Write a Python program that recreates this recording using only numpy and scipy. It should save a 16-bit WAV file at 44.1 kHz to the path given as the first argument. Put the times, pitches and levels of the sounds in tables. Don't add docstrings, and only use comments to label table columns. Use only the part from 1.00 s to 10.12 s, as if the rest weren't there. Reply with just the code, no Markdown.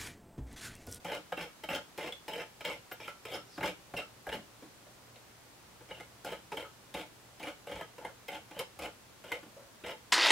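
import sys
import numpy as np
from scipy import signal
from scipy.io import wavfile
from scipy.ndimage import uniform_filter1d

SR = 44100
rng = np.random.default_rng(int(sys.argv[2]) if len(sys.argv) > 2 else 0)


def volts_from_decibels(level):
    exponent = np.asarray(level, float) / 20
    return 10 ** exponent


def digitize_waveform(pressure):
    field = np.atleast_2d(pressure).T
    bounded = np.clip(field, -1, 1)
    quanta = np.round(bounded * 32767).astype(np.int16)
    wavfile.write(sys.argv[1], SR, quanta)


N = 402191
KNOT_RATE_HZ = 200
KNOT_S = np.arange(0, N / SR + 1, 1 / KNOT_RATE_HZ)

# start_s, time_to_crest_s, opening_db, crest_db,
# deck_re_base_db
STROKES = [(0.047, 0.11, -40, -37.5, -6), (0.366, 0.065, -39.5, -40, -5), (0.683, 0.08, -35.5, -37, -4.5),
           (0.978, 0.099, -39.5, -40.5, -5), (1.283, 0.13, -43.5, -39, -4), (1.638, .09, -36.5, -42.5, -1),
           (1.995, 0.1, -51, -52.5, 0), (2.25, .108, -50, -39.5, -2.5), (2.622, 0.055, -33.5, -34, -4.5),
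           (2.962, 0.032, -40, -38.5, -3.5), (3.313, 0.034, -37, -38.5, -5),
           (4.882, 0.15, -49.5, -58, -5.5), (5.247, 0.092, -41.5, -45, -4), (5.565, 0.056, -41, -41.5, -5),
           (5.94, 0.07, -41, -41, -5), (6.403, 0.08, -50.5, -39.5, -5.5), (6.676, 0.15, -46.5, -48.5, -4.5),
           (6.978, 0.096, -56, -46, -14), (7.286, 0.069, -45.5, -43, -3.5), (7.52, 0.082, -62, -41.5, -4),
           (7.791, 0.064, -47.5, -39, -5), (8.236, 0.12, -53.5, -44, -6),
           (8.839, 0.075, -43.5, -39.5, -6.5)]
# start_s, base_peak_db, deck_re_base_db, wire_re_base_db, base_pitch_hz
TOUCHES = [(0.046, -26, -9, -12.5, 650), (0.321, -24.5, -7, -18.5, 720), (0.635, -30.5, -4.5, -11.5, 490),
           (0.976, -34, -4, -5, 470), (1.28, -31.5, -2.5, -5.5, 872), (1.606, -32, -4.5, -14, 570),
           (1.913, -27.5, -9.5, -14, 800), (2.251, -31.5, -6.5, -8.5, 615), (2.577, -26.5, -14.5, -20, 646),
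           (2.937, -28.5, -15, -27, 700), (3.267, -26.5, -16, -18, 715), (4.908, -31.5, -5, -26, 490),
           (5.246, -31, -20, -6.5, 457), (5.518, -27, -8, -17, 880), (5.94, -32.5, -0.5, -8.5, 640),
           (6.396, -33.5, -5.5, -14, 714), (6.669, -32.5, -5.5, -13, 490), (6.98, -33.5, -16, -18, 630),
           (7.28, -32, 1, -6.5, 527), (7.509, -37, -7.5, -19, 890), (7.59, -29, 1, -2.5, 494),
           (7.789, -32, -7, -8, 695), (8.239, -35.5, -8, -12, 565), (8.836, -31, -8, -26, 440)]
# start_s, base_peak_db, brightness_db, deck_pitch_hz
CATCHES = [(0.117, -27.5, -3, 2973), (0.373, -28, -9, 2740), (0.687, -35.5, 5, 2740), (0.748, -35, 4, 3080),
           (1.122, -35.5, -0.5, 3300), (1.332, -38, 7.5, 3060), (1.649, -33.5, 9, 2216),
           (1.999, -36.5, -6.5, 2350), (2.076, -36, 3, 2287), (2.32, -34.5, -1, 3100),
           (2.606, -26, -10, 1980), (2.63, -30, 0, 2160), (2.971, -32, 4.5, 2740), (3.289, -30, -5, 2600),
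           (3.325, -29.5, -5, 2890), (4.157, -48.5, -1, 3870), (4.807, -39, -15, 2240),
           (4.999, -32.5, -7, 2130), (5.32, -28, -5, 3030), (5.568, -33.5, 3.5, 3100),
           (6.429, -36, 1, 2300), (6.714, -28, -8.5, 3280), (6.81, -26.5, -17, 3180),
           (7.047, -27.5, -9, 2070), (7.56, -36, -19, 3030), (6.756, -30.5, -8, 3050),
           (7.82, -33, -3.5, 2320), (8.318, -20.5, -4.5, 2080), (8.429, -37.5, -15, 2020),
           (8.862, -40.5, 6.5, 2050)]
# centre_hz, width_hz, level_db
BASE_MODES = [(64, 11.7, -18), (173, 25.7, -11), (309.2, 22.7, -10), (490, 33, -3), (571.3, 41.7, -3.5),
              (615, 131, -6.5), (707, 77, -7.5), (865, 42.5, -5.5), (1047, 144, -18), (1271, 18.4, -12),
              (1403, 49, -12.5), (1598, 230, -16.5), (419, 346, -17)]
# centre_hz, width_hz, level_db
DECK_MODES = [(2080, 72, -2), (2217, 21.5, 6), (2387, 360, -4.5), (2740, 65, -3), (2890, 52, -1.5),
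              (3030, 130, -4), (3157, 200, -3), (3785, 164, -11), (4095, 146, -18), (2440, 1110, -22)]
# centre_hz, width_hz, level_db
WIRE_MODES = [(4220, 4000, -8), (5195, 60, 14.5), (5146, 240, 6.5), (5690, 130, 5.5), (6700, 6300, -27),
              (8030, 520, -1.5), (8800, 2200, -9), (12900, 3160, -5), (14800, 1900, -7.5)]
# time_s, heat_0_to_1
GLOW = [
    (0, 0.14),
    (3.4, 0.66),
    (5, 0.9),
    (9.2, 0.8),
]
# start_s, peak_db, pitch_hz, t60_s
PINGS = [(0.412, -47, 5360, 0.063), (1.123, -33, 3420, 0.045), (1.923, -40.5, 13830, 0.051),
         (2.003, -53, 5500, 0.06), (2.03, -44, 2380, 0.15), (2.079, -40.5, 1346, 0.16),
         (2.338, -40.5, 5180, 0.081), (2.375, -50, 1334, 0.25), (2.598, -45, 62, 0.15),
         (2.94, -45.5, 166, 0.18), (2.964, -32, 2760, 0.074), (3.016, -46, 1323, 0.19),
         (3.271, -55, 62, 0.24), (3.345, -47, 215, 0.27), (3.622, -48, 288, 0.21),
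         (3.865, -57.5, 600, 0.21), (4.947, -45, 2874, 0.077), (5.645, -48.5, 1292, 0.22),
         (2.968, -45.5, 5550, 0.048), (4.158, -54, 4200, 0.037), (8.318, -34, 1480, 0.035),
         (0.395, -43.5, 2240, 0.3), (6.031, -62, 1284, 0.17), (8.317, -30, 985, 0.035),
         (2.635, -34.5, 870, 0.15), (5.525, -41.5, 455, 0.31), (6.748, -52, 65, 0.18),
         (7.605, -32, 540, 0.075), (8.46, -55, 224, 0.14), (8.565, -51, 559, 0.34)]
# time_s, level_db, pitch_hz
GLIDE = [
    (2.47, -74, 5580),
    (2.51, -65, 5290),
    (2.55, -61, 4730),
    (2.58, -55, 4030),
]
# frequency_hz, t60_s
ROOM_T60 = [(100, 1), (500, 0.27), (2000, 0.25), (6000, 0.23), (15000, 0.042)]
# frequency_hz, level_db
ROOM_DB = [(100, -19), (600, -15.5), (1500, -9.5), (4000, -3), (14000, -1.5)]
# frequency_hz, density_db_per_hz
AIR_SPECTRUM = [(12, -45), (20, -10), (86, -6), (234, -6.5), (949, -9.5), (2140, -14), (6910, -18.5),
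                (16000, -25.5)]
# frequency_hz, likeness_0_to_1
AIR_LIKENESS = [(60, 0.77), (180, 0.52), (550, 0.47), (1650, 0.25), (4970, 0.0086), (15000, 0.01)]
# centre_hz, width_hz, level_db
HUM = [(118.7, 2, -69.5)]


def evened(x):
    return x / np.sqrt(np.mean(x ** 2) + 1e-20)


def read(points, hz):
    f, value = np.transpose(points)
    return np.interp(np.log(hz + 1), np.log(f + 1), value)


def resonate(x, hz, width_hz):
    pole = np.exp((2j * hz - width_hz) * np.pi / SR)
    return 2 * signal.lfilter([1 - abs(pole)], [1, -pole], x).real


def jumps():
    touch_deck_hz, catch_base_hz, catch_wire_db = 2496, 544, -11
    touches = [(*row, touch_deck_hz) for row in TOUCHES]
    catches = [(s, db, bright_db, catch_wire_db + bright_db, catch_base_hz, hz)
               for s, db, bright_db, hz in CATCHES]
    return np.array(sorted(touches + catches))


def rasp_power():
    lift_s, lift_db, rasp_db, wire_db = 0.058, -17.5, 4.0, -12.5
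    open_dull_db, lift_dull_db = -2, -13.5
    power = np.zeros((3, N))
    for s, crest_s, open_db, crest_db, bright_db in STROKES:
        t = np.arange(0, crest_s + lift_s, 1 / SR)
        knots_s = [0, crest_s, crest_s + lift_s]
        base_db = np.interp(t, knots_s, [open_db, crest_db, crest_db + lift_db])
        deck_db = bright_db + np.interp(t, knots_s, [open_dull_db, 0, lift_dull_db])
        level_db = np.array([base_db, base_db + deck_db, base_db + wire_db + deck_db])
        force = volts_from_decibels(level_db + rasp_db) * signal.windows.tukey(len(t), 0.12)
        power[:, round(s * SR):][:, :len(t)] += force ** 2
    return power


def chatter_power():
    jump_db, rise_s, chatter_t60_s = -1.5, 0.0011, 0.075
    power = np.zeros((3, N))
    pace = np.array([[1.0], [1.1], [1.6]]) / chatter_t60_s
    t = np.arange(6000) / SR
    for s, base_db, deck_db, wire_db, *_ in jumps():
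        peak_db = np.array([[base_db], [base_db + deck_db], [base_db + wire_db]])
        force = volts_from_decibels(peak_db + jump_db - 60 * t * pace) * (1 - np.exp(-t / rise_s))
        power[:, round(s * SR):][:, :len(t)] += force ** 2
    return power


def contact():
    return np.sqrt(rasp_power() + chatter_power())


def wraps(per_s, depth, sag_s):
    crests_s = np.cumsum(rng.uniform(0.6, 1.4, round(2 * per_s * N / SR))) / per_s
    crests_s = np.sort(np.r_[0, crests_s, jumps()[:, 0]])
    t = np.arange(N) / SR
    since_s = t - crests_s[np.searchsorted(crests_s, t, "right") - 1]
    return evened(1 - depth * (1 - np.exp(-since_s / sag_s)))


def grit(per_s, spread_db):
    strength_db = spread_db * np.minimum(rng.exponential(1, N), 2.6)
    size = volts_from_decibels(strength_db) * rng.choice([-1.0, 1.0], N)
    slips = evened(size * (rng.random(N) < per_s / SR))
    spent = abs(uniform_filter1d(slips ** 2, size=300)) + 0.15
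    return evened(slips / spent ** 0.39)


def landings(size, lag_s):
    train = np.zeros(N)
    at = np.round((jumps()[:, 0] + lag_s) * SR).astype(int)
    train[at] = size
    return train


def favoured(modes, column, boost_db, reach, fade_s):
    hits = jumps()
    last = np.maximum(np.searchsorted(hits[:, 0], KNOT_S + 0.012) - 1, 0)
    apart = np.log(np.array(modes)[:, 0] / hits[last, column][:, None])
    fade = np.exp(-abs(KNOT_S - hits[last, 0]) / fade_s)[:, None]
    return boost_db * fade * np.exp(-(apart / reach) ** 2)


def ring(modes, drive, lean_db, wander_db, wander_hz):
    chance = rng.standard_normal((len(KNOT_S), len(modes)))
    pole = np.exp(-2 * np.pi * wander_hz / KNOT_RATE_HZ)
    wander = evened(signal.lfilter([1], [1, -pole], chance, axis=0))
    hz, width_hz, db = np.transpose(modes)
    gain = volts_from_decibels(db + lean_db + wander_db * wander)
    mode_power = gain ** 2 * 2 * np.pi * width_hz / SR
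    gain /= np.sqrt(mode_power.sum(1, keepdims=True))
    t = np.arange(N) / SR
    out = np.zeros(N)
    for k in range(len(modes)):
        force = drive * np.interp(t, KNOT_S, gain[:, k])
        out += (-1) ** k * resonate(force, hz[k], width_hz[k])
    return out


def pings():
    rise_s, clean_hz = 0.0013, 504.0
    out, t = np.zeros(N), np.arange(14000) / SR
    for s, db, hz, t60_s in PINGS:
        rough = 0.4 + 1 / (1 + (hz / clean_hz) ** 2)
        shake = resonate(rng.standard_normal(len(t)), hz, 120 + hz / 30)
        tone = np.sin(2 * np.pi * hz * t) + rough * evened(shake)
        part = out[round(s * SR):][:len(t)]
        part += volts_from_decibels(db - 60 * t / t60_s) * (1 - np.exp(-t / rise_s)) * tone
    return out


def glide():
    s, db, hz = np.transpose(GLIDE)
    t = np.arange(s[0], s[-1], 1 / SR)
    centre = np.cos(2 * np.pi * np.cumsum(np.interp(t, s, hz)) / SR)
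    fuzz = resonate(rng.standard_normal(len(t)), 0, width_hz=500.0)
    out = np.zeros(N)
    out[round(s[0] * SR):][:len(t)] = volts_from_decibels(np.interp(t, s, db)) * evened(centre * fuzz)
    return out


def room(x):
    spacing, hop = 20, 64
    taps = np.zeros((2, SR // 2))
    at = np.arange(120, SR // 2 - 20, spacing)
    at = at + rng.integers(0, spacing, (2, len(at)))
    np.put_along_axis(taps, at, rng.choice([-1.0, 1.0], at.shape), 1)
    hz, t, z = signal.stft(taps, SR, nperseg=256, noverlap=256 - hop * 2)
    decay = volts_from_decibels(-60 * t / read(ROOM_T60, hz)[:, None])
    share = volts_from_decibels(read(ROOM_DB, hz)) / np.linalg.norm(decay, axis=1)
    decay *= share[:, None]
    tail = signal.istft(z * decay, SR, nperseg=256, noverlap=256 - hop * 2)[1] / np.sqrt(hop / spacing)
    return signal.fftconvolve(x[None], tail, axes=1)[:, :N]


def air():
    air_db = -59
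    frames, hz = N // 512 + 5, np.fft.rfftfreq(2048, 1 / SR)
    a, b, c, d = rng.standard_normal((frames, 1025, 4)).T
    same = np.clip(read(AIR_LIKENESS, hz), -1, 1)[:, None]
    left = a + 1j * b
    right = same * left + np.sqrt(1 - same ** 2) * (c + 1j * d)
    z = np.array([left, right]) * volts_from_decibels(read(AIR_SPECTRUM, hz))[:, None]
    tone = signal.istft(z, nperseg=2048, noverlap=1536)[1][:, :N]
    hum = sum(volts_from_decibels(db) * evened(resonate(rng.standard_normal(N), f, w)) for f, w, db in HUM)
    return volts_from_decibels(air_db) * tone / np.std(tone.mean(0)) + hum


def scene():
    base, deck, wire = contact() * wraps(per_s=70.0, depth=0.69, sag_s=0.0082)
    slips = grit(per_s=1300, spread_db=3.0) + landings(size=3.4, lag_s=0.001247)
    glow = np.interp(KNOT_S, *np.transpose(GLOW))[:, None]

    base_lean_db = favoured(BASE_MODES, column=4, boost_db=4.5, reach=0.11, fade_s=0.14)
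    main_modes = abs(np.array(BASE_MODES)[:, 0] - 520) < 50
    base_lean_db += 1.4 * glow * main_modes
    low = ring(BASE_MODES, slips * base, base_lean_db, wander_db=2.5, wander_hz=3.7)

    deck_lean_db = favoured(DECK_MODES, column=5, boost_db=12.5, reach=0.038, fade_s=0.047)
    low += ring(DECK_MODES, slips * deck, deck_lean_db, wander_db=2.5, wander_hz=13.0)
    low += pings() + glide()

    narrow = np.array(WIRE_MODES)[:, 1] < 400
    dull_db = -12.0 * glow * narrow
    fine = slips + 1.5 * grit(per_s=5000, spread_db=5.5)
    high = ring(WIRE_MODES, 0.57 * fine * wire, dull_db, wander_db=3.5, wander_hz=36.0)

    direct = low * volts_from_decibels([[0.15], [-0.15]]) + high * volts_from_decibels([[0.9], [-0.9]])
    return direct + room(low + high) + air()


def low_pass(x):
    return signal.sosfilt(signal.butter(12, 16480, fs=SR, output="sos"), x)


def record(dry):
    rolled = signal.sosfilt(signal.butter(2, 38, "high", fs=SR, output="sos"), dry)
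    band_limit = signal.firwin(801, 15830, window=("kaiser", 9), fs=SR)
    limited = signal.oaconvolve(rolled, band_limit[None], "same")
    return low_pass(limited)


dry = scene()
out = record(dry)
digitize_waveform(out)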